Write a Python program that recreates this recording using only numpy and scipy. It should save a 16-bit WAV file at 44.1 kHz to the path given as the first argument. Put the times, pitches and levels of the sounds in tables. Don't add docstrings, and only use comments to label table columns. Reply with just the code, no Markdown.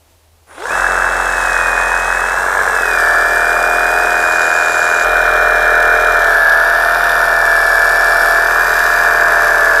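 import sys
import numpy as np
from scipy import signal
from scipy.io import wavfile
from scipy.ndimage import uniform_filter1d, minimum_filter1d

SR = 44100
rng = np.random.default_rng(int(sys.argv[2]) if len(sys.argv) > 2 else 0)


def amplitude_ratio(level_db):
    exponent = np.asarray(level_db, float) / 20
    return 10 ** exponent


def to_wav(s):
    ch = np.atleast_2d(s).T
    pcm = np.round(np.clip(ch, -1, 1) * 32767)
    wavfile.write(sys.argv[1], SR, pcm.astype(np.int16))


N = 432180
t = np.arange(N) / SR

PINION, WHEEL = 6, 44
TRIGGER_S, SPIN_S = .462, .26
BITE_S, BITE_SPAN_S = 0.676, 0.064

# start_s (middle of the turn), span_s
RASP_TURNS = [
    (2.3, 0.36),
    (2.82, 0.31),
    (4.2, 0.44),
    (5.045, .01),
    (6.3, 0.24),
    (7.35, 0.46),
    (8.4, 0.22),
]
# housing_db, rasp_db, whine_gain_db, handle_shake_db
STANCE = [(-15.5, -30.5, -0.5, -31.5), (-15.5, -31, -1, -37), (-13.8, -30, -0.5, -34),
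          (-13.5, -29, 0.3, -42), (-11.5, -31, 0.8, -30), (-13.5, -30.5, -7.5, -34), (-14, -29, 0.1, -33),
          (-12.5, -29.5, -4.5, -34)]
# knock_db (against the housing), rattle_lock (0-1), clamp_tick_share,
# trunk_echo_ms
PLAY = [(-7, 0.83, .22, 1.29), (-9, 0.49, .22, 1.21), (-4, .82, 0.34, 1.24), (-3, 0.73, 0.51, 1.28),
        (-4, 0.85, .25, 0.97), (-4.5, 0.81, 0.42, 0.844), (-5.5, 0.83, .5, 0.895), (-3.8, 0.78, 0.48, .8)]


def housing(stroke, still):
    # pitch_hz, width_hz, level_db
    knock_modes = [(1490, 230, 0), (1690, 200, -6), (660, 130, -19)]
    # pitch_hz, level_db (per Hz)
    shell_start = [(30, -56), (60, -20), (110, -25.5), (200, -25), (290, -24), (430, -10), (520, -9),
                   (660, -8), (880, -4), (1150, -4), (1450, -3.5), (1680, 5), (1900, -15), (2200, -14.5),
                   (2600, -27), (3600, -96)]
    shell_push = [(30, -42), (60, -19), (110, -32.5), (200, -25.5), (290, -22), (430, -5.5), (520, -10),
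                  (660, -6.5), (880, -6.5), (1150, -7), (1450, -0.5), (1680, 4.5), (1900, -25.5),
                  (2200, -15), (2600, -23), (3600, -62)]
    shell_near = [(30, -62), (60, -21), (110, -29), (200, -28.5), (290, -28.5), (430, -5), (520, -14),
                  (660, -4.5), (880, -12), (1150, -8.5), (1450, 2), (1680, 2), (1900, -28), (2200, -14),
                  (2600, -24), (3600, -74)]
    shell_deep = [(30, -68), (60, -25), (110, -26), (200, -27.5), (290, -26.5), (430, -8), (520, -14.5),
                  (660, -2.5), (880, -5.5), (1150, -5.5), (1450, 3), (1680, 1), (1900, -30), (2200, -13.5),
                  (2600, -17), (3600, -43)]
    shell_last = [(30, -59), (60, -28), (110, -29.5), (200, -28.5), (290, -29), (430, -8.5), (520, -16.5),
                  (660, -8), (880, -10), (1150, -4), (1450, -6), (1680, 4), (1900, -21), (2200, -18),
                  (2600, -18.5), (3600, -77)]
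    # start_s (middle of the turn), span_s
    hold_turns = [
        (2.8, 0.25),
        (5.045, .01),
        (6.3, 0.32),
        (8.4, 0.18),
    ]

    knock = amplitude_ratio(np.minimum(stance(PLAY, column=0), -1) - 14 * still)
    lock = np.clip(stance(PLAY, column=1), 0, 1)
    hits = blows(stroke, slack_s=.00018, spread_db=2.3)

    ring_s = t[:1500]
    case = np.zeros(1500)
    for hz, width_hz, db in knock_modes:
        case += amplitude_ratio(db) * np.exp(-np.pi * width_hz * ring_s) * np.sin(2 * np.pi * hz * ring_s)
    case *= 1 - np.exp(-ring_s / 0.002)
    case = lowpass(case, 1800)
    knocks = evened(signal.oaconvolve(hits, case)[:N])

    shudder = fading(hits, 0.0014)
    throb_db = 2.4 * np.cos(2 * np.pi * (2 * stroke - .55)) + 1.2 * np.cos(2 * np.pi * (stroke - .25))
    throb = amplitude_ratio(throb_db)
    loose = evened(rng.standard_normal(N) * (1 + 0.28 * evened(shudder)) * throb)
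    drive = .33 * lock * locked_rattle(stroke, throb) + np.sqrt(1 - lock ** 2) * loose
    shell = facing(drive, [shell_start, shell_push, shell_near, shell_deep, shell_last], hold_turns)

    slow = np.minimum(2 * still, .8)
    shell = 1.9 * slow * bandpass(loose, 3, (380, 1900)) + (1 - slow) * shell
    level_db = stance(STANCE, column=0) - 26 * still + 1.06 + .5 * drift(hz=2.5)
    return amplitude_ratio(level_db) * (knock * knocks + np.sqrt(1 - knock ** 2) * evened(shell))


def blows(stroke, slack_s, spread_db):
    knock_places = [(.22, 4.2), (.7, 0)]
    out = np.zeros(N)
    for place, db in knock_places:
        at = np.flatnonzero(np.diff(np.floor(stroke - place)))
        late, size = np.clip(rng.standard_normal((600, 2))[:len(at)].T, -2, 1.6)
        at = np.clip(at + (late * slack_s * SR).astype(int), 0, N - 1)
        out[at] += amplitude_ratio(db + spread_db * size)
    return out


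def locked_rattle(stroke, throb):
    step = 6
    coarse, coarse_throb = stroke[::step], throb[::step]
    grip = ramp(2.9, .3)[::step]
    out = np.zeros(len(coarse))
    for k in range(2, 60):
        limb_db = grip * (6.5 * (k in (15, 17)) - 2 * (k in (14, 16)))
        limb_db = limb_db + 2 * (2 < k < 9) + 2 * (12 < k < 22)
        swell_db = 1.9 * drift(.8, step) - .2 * k
        out += tone(k * coarse, limb_db + swell_db) * (coarse_throb if k > 23 else 1)
    return evened(signal.resample_poly(out, step, 1)[:N])


def rasp(rotor, stroke, still):
    # pitch_hz, level_db (per Hz)
    rasp_start = [(1590, -20), (2700, -5), (2780, -6), (2950, -15), (3340, -4), (4680, -14), (5070, -10),
                  (7650, -7.5), (9120, -9), (12000, -21.5), (14400, -20), (15600, -34)]
    rasp_lift = [(1590, -29), (2700, -5), (2950, -8), (3760, -2.5), (4510, -12), (5460, -6), (6560, -6),
                 (8410, -2.5), (10300, -13), (11400, -11), (13700, -15), (15600, -25)]
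    rasp_bite = [(1590, -40), (2700, -3.5), (3700, 1.5), (4070, -4.5), (4280, -9), (4750, 0), (6600, -4),
                 (8540, -0.5), (10600, -10.5), (11900, -6), (13300, -10), (15600, -21)]
    rasp_push = [(1590, -38), (2700, -5), (3150, -4), (3360, -7), (3650, -0.5), (4190, -4.5), (4680, -4.5),
                 (6090, -4.5), (7320, 0), (8290, -10), (11000, -10.5), (15600, -23)]
    rasp_near = [(1590, -34), (2700, -7), (3780, 2.5), (4190, -6), (4710, -8.5), (5030, -9), (5380, -5),
                 (6090, -5), (6320, -9), (7160, -7.5), (7590, -8), (11300, -13), (12300, -12), (14400, -14),
                 (15600, -26)]
    rasp_lean = [(1590, -38), (2700, -6), (3700, -0.5), (4350, -5), (4610, -5), (5500, -4), (6370, -11),
                 (6950, -10), (7760, -12.5), (9460, -10.5), (11800, -8.5), (14200, -14), (15600, -29)]
    rasp_deep = [(1590, -29), (2700, -5), (3040, -9), (3810, 0), (4350, -8), (4510, -4.5), (5300, -1),
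                 (6370, -10), (6850, -7), (8730, -9), (11400, -9), (12000, -7.5), (15600, -26)]
    rasp_last = [(1590, -27), (2700, -1.5), (3130, -3.5), (3390, -1), (4250, -4), (4710, -1.5),
                 (5870, -3.5), (7320, -4.5), (7590, -4.5), (9180, -9), (11900, -7), (13800, -10),
                 (15600, -28)]
    # order, far_db, near_db (against the rasp)
    orders_up = [(12, -29, -30), (16, -20, -18), (18, -25, -20), (20, -24, -24), (24, -20.5, -23),
                 (28, -29, -30), (32, -27, -21), (40, -24, -14)]

    pull_db = 1.4 * np.cos(2 * np.pi * (2 * stroke - .5)) + 1.54 * np.cos(2 * np.pi * (stroke - .7))
    tearing = rng.standard_normal(N)
    snap_now = rng.random(N) < 1500 / SR
    snaps = amplitude_ratio(3.2 * np.minimum(rng.exponential(1, N), 4)) * snap_now * rng.standard_normal(N)
    fibres = amplitude_ratio(pull_db + 0.22 * drift(hz=58.7)) * (tearing + 0.61 * evened(snaps))

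    ticks = fading(blows(stroke, slack_s=.0005, spread_db=3.5), .0012) * rng.standard_normal(N)
    ticks = 0.4 * ticks + bandpass(ticks, 2, (10000, 12500))
    drive = trunk(fibres + stance(PLAY, column=2) * evened(ticks))
    drive = drive + orders(rotor, stroke, orders_up, 9 * np.minimum(3 * still, 1))

    colours = [rasp_start, rasp_lift, rasp_bite, rasp_push, rasp_near, rasp_lean, rasp_deep, rasp_last]
    level_db = stance(STANCE, column=1) - 27 * still + .5 * drift(hz=2.5)
    return amplitude_ratio(level_db) * facing(drive, colours, RASP_TURNS)


def trunk(x):
    delay_s = stance(PLAY, column=3) / 1000
    first, second = np.interp(t - delay_s, t, x), np.interp(t - 1.63 * delay_s, t, x)
    return evened(x + .22 * first + .17 * second)


def whine(rotor, stroke, hz):
    # pitch_hz, level_db
    mesh_case = [(370, -28), (1725, -13), (1795, -20.5), (1822, -31), (1845, -28), (1870, -24.5),
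                 (1965, -33), (2075, -48)]
    whine_case = [(500, -48), (1900, -37), (2300, -34), (2350, -30), (2430, -23), (2500, -24),
                  (2620, -31.5), (2770, -47)]
    # offset_strokes, under_mesh_db, under_whine_db
    sidebands = [(-4, -11, -30), (-2, -4, -20), (-1, -9, -22), (1, -26, -20), (2, -22, -15)]
    # order, far_db, near_db
    orders_low = [(2, -37, -35), (3, -42, -43), (4, -37, -36)]
    # start_s, level_db
    spin_up = [(.47, -26), (.53, -9), (.6, -1), (.66, 1), (.7, -5), (.78, 0)]

    idle = 1 - ramp(BITE_S, BITE_SPAN_S)
    whine_db = np.interp((PINION + 2) * hz, *np.transpose(whine_case)) - 11 * idle + stance(STANCE, column=2)
    mesh_db = np.interp(PINION * hz, *np.transpose(mesh_case)) - 25 * (idle + 1 - ramp(TRIGGER_S, 0.078))
    shake_db = stance(STANCE, column=3) - 40 * (1 - ramp(TRIGGER_S, 1.34 * SPIN_S))
    out = tone(stroke, shake_db)
    for off, under_mesh_db, under_whine_db in [(0, 0.004, 0)] + sidebands:
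        waver_db = .5 if off == 0 else 2.5
        side = round(off) * stroke
        out += tone(PINION * rotor + side, mesh_db + under_mesh_db + waver_db * drift(hz=6))
        out += tone((PINION + 2) * rotor + side, whine_db + under_whine_db + waver_db * drift(hz=6.5))
    return out + orders(rotor, stroke, orders_low, 4 * curve(spin_up, column=1) + 4 * idle)


def orders(rotor, stroke, rows, db):
    load_db = np.cos(2 * np.pi * (2 * stroke - .5)) + 0.56 * np.cos(2 * np.pi * (stroke - .7))
    out = np.zeros(N)
    for k, far_db, near_db in rows:
        view_db = np.where(t < 5.045, far_db, near_db)
        unsteady = rotor + .0036 * drift(hz=89.9)
        out += tone(round(k) * unsteady, db + view_db + load_db + 1.9 * drift(hz=1.2))
    return out


def chopper(rotor):
    # start_s, level_db
    chop_level = [(.46, -80), (.48, -62), (.55, -56), (.61, -63), (.68, -56), (.72, -80)]
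    carrier, db = 9870 * t, curve(chop_level, column=1)
    split = 2 * 2 * rotor
    return tone(carrier + split, db) + tone(carrier - split, db + 4.0) + tone(carrier + 2 * split, db - 4)


def woodland():
    # pitch_hz, level_db (per Hz)
    air_colour = [(12, -34), (20, 0), (49, -9), (85, -1), (112, -12), (191, -21), (239, -16), (769, -12.5),
                  (1460, -21), (10800, -26), (15600, -29)]
    # pitch_hz, level_db
    engine_hum = [(80.7, -57)]
    air_db = -55 + 1.5 + 1.2 * drift(hz=4.2)
    out = amplitude_ratio(air_db) * coloured(rng.standard_normal(N), air_colour)
    for hz, db in engine_hum:
        out += tone(hz * t, db + .6 * drift(hz=3))
    return out


def evened(x):
    return x / np.sqrt(np.mean(x ** 2) + 1e-20)


def ramp(start_s, span_s):
    return np.clip((t - start_s) / span_s, 0, 1)


def curve(rows, column):
    return np.interp(t, [r[0] for r in rows], [r[column] for r in rows])


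def drift(hz, step=1):
    knots = np.arange(0, N / SR + 1, .25 / hz)
    values = evened(uniform_filter1d(rng.standard_normal(len(knots)), size=3))
    return np.interp(t[::step], knots, values)


def tone(turns, db):
    return np.sqrt(2) * amplitude_ratio(db) * np.cos(2 * np.pi * (turns + rng.random()))


def fading(x, decay_s):
    return signal.lfilter([1], [1, -np.exp(-1 / (decay_s * SR))], x)


def lowpass(x, hz):
    return signal.sosfilt(signal.butter(4, hz, fs=SR, output="sos"), x)


def bandpass(x, order, band_hz):
    return signal.sosfilt(signal.butter(order, band_hz, "band", fs=SR, output="sos"), x)


def coloured(x, points):
    f, db = np.transpose(points)
    hz = abs(np.fft.fftfreq(8192, 1 / SR))
    log_gain = np.log(amplitude_ratio(np.interp(np.log(hz + 1), np.log(f + 1), db, left=-70, right=-70)))
    taps = np.fft.ifft(np.exp(np.conj(signal.hilbert(log_gain)))).real[:4096]
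    return signal.oaconvolve(x, taps / np.linalg.norm(taps))[:N]


def shares(turns):
    past = [np.clip((t - s) / max(span, .002) + .5, 0, 1) for s, span in turns]
    past = [np.ones(N)] + past + [np.zeros(N)]
    return [a - b for a, b in zip(past, past[1:])]


def stance(rows, column):
    return sum(w * row[column] for w, row in zip(shares(RASP_TURNS), rows))


def facing(x, colours, turns):
    out = np.zeros(N)
    for w, colour in zip(shares(turns), colours):
        at = np.flatnonzero(w > 0)
        a, b = max(at[0] - 4096, 0), at[-1] + 1
        out[a:b] += w[a:b] * coloured(x[a:b], colour)[:b - a]
    return out


def scene():
    # start_s, rotor_hz (turns a second)
    speed = [(1.22, 328), (1.7, 309.5), (2.28, 323), (2.6, 350), (3.04, 291.5), (3.3, 298), (3.95, 307),
             (5.04, 302.3), (5.82, 298.5), (6.1, 301.5), (6.42, 286), (6.98, 301), (7.68, 288.5),
             (8.1, 293.5), (8.32, 289.5), (8.6, 300.5), (9.42, 295.5), (9.72, 286)]
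    spin = ramp(TRIGGER_S, SPIN_S)
    still = 1 - spin
    inertia_s = .14
    hz = uniform_filter1d(curve(speed, column=1), int(inertia_s * SR)) * uniform_filter1d(spin, size=2000)
    rotor = np.cumsum(hz) / SR
    stroke = rotor * PINION / WHEEL
    saw = housing(stroke, still) + rasp(rotor, stroke, still) + whine(rotor, stroke, hz) + chopper(rotor)
    return (ramp(TRIGGER_S, 0.016) * saw + woodland())[None]


def roll_off(x):
    return signal.sosfilt(signal.butter(12, 15720, fs=SR, output="sos"), x)


def record(dry):
    ceiling, hold = .92, 129
    gain = minimum_filter1d(np.minimum(1, ceiling / (abs(dry) + 1e-9)), hold)
    mix = dry * uniform_filter1d(gain, hold)
    return roll_off(mix)


dry = scene()
out = record(dry)
to_wav(out)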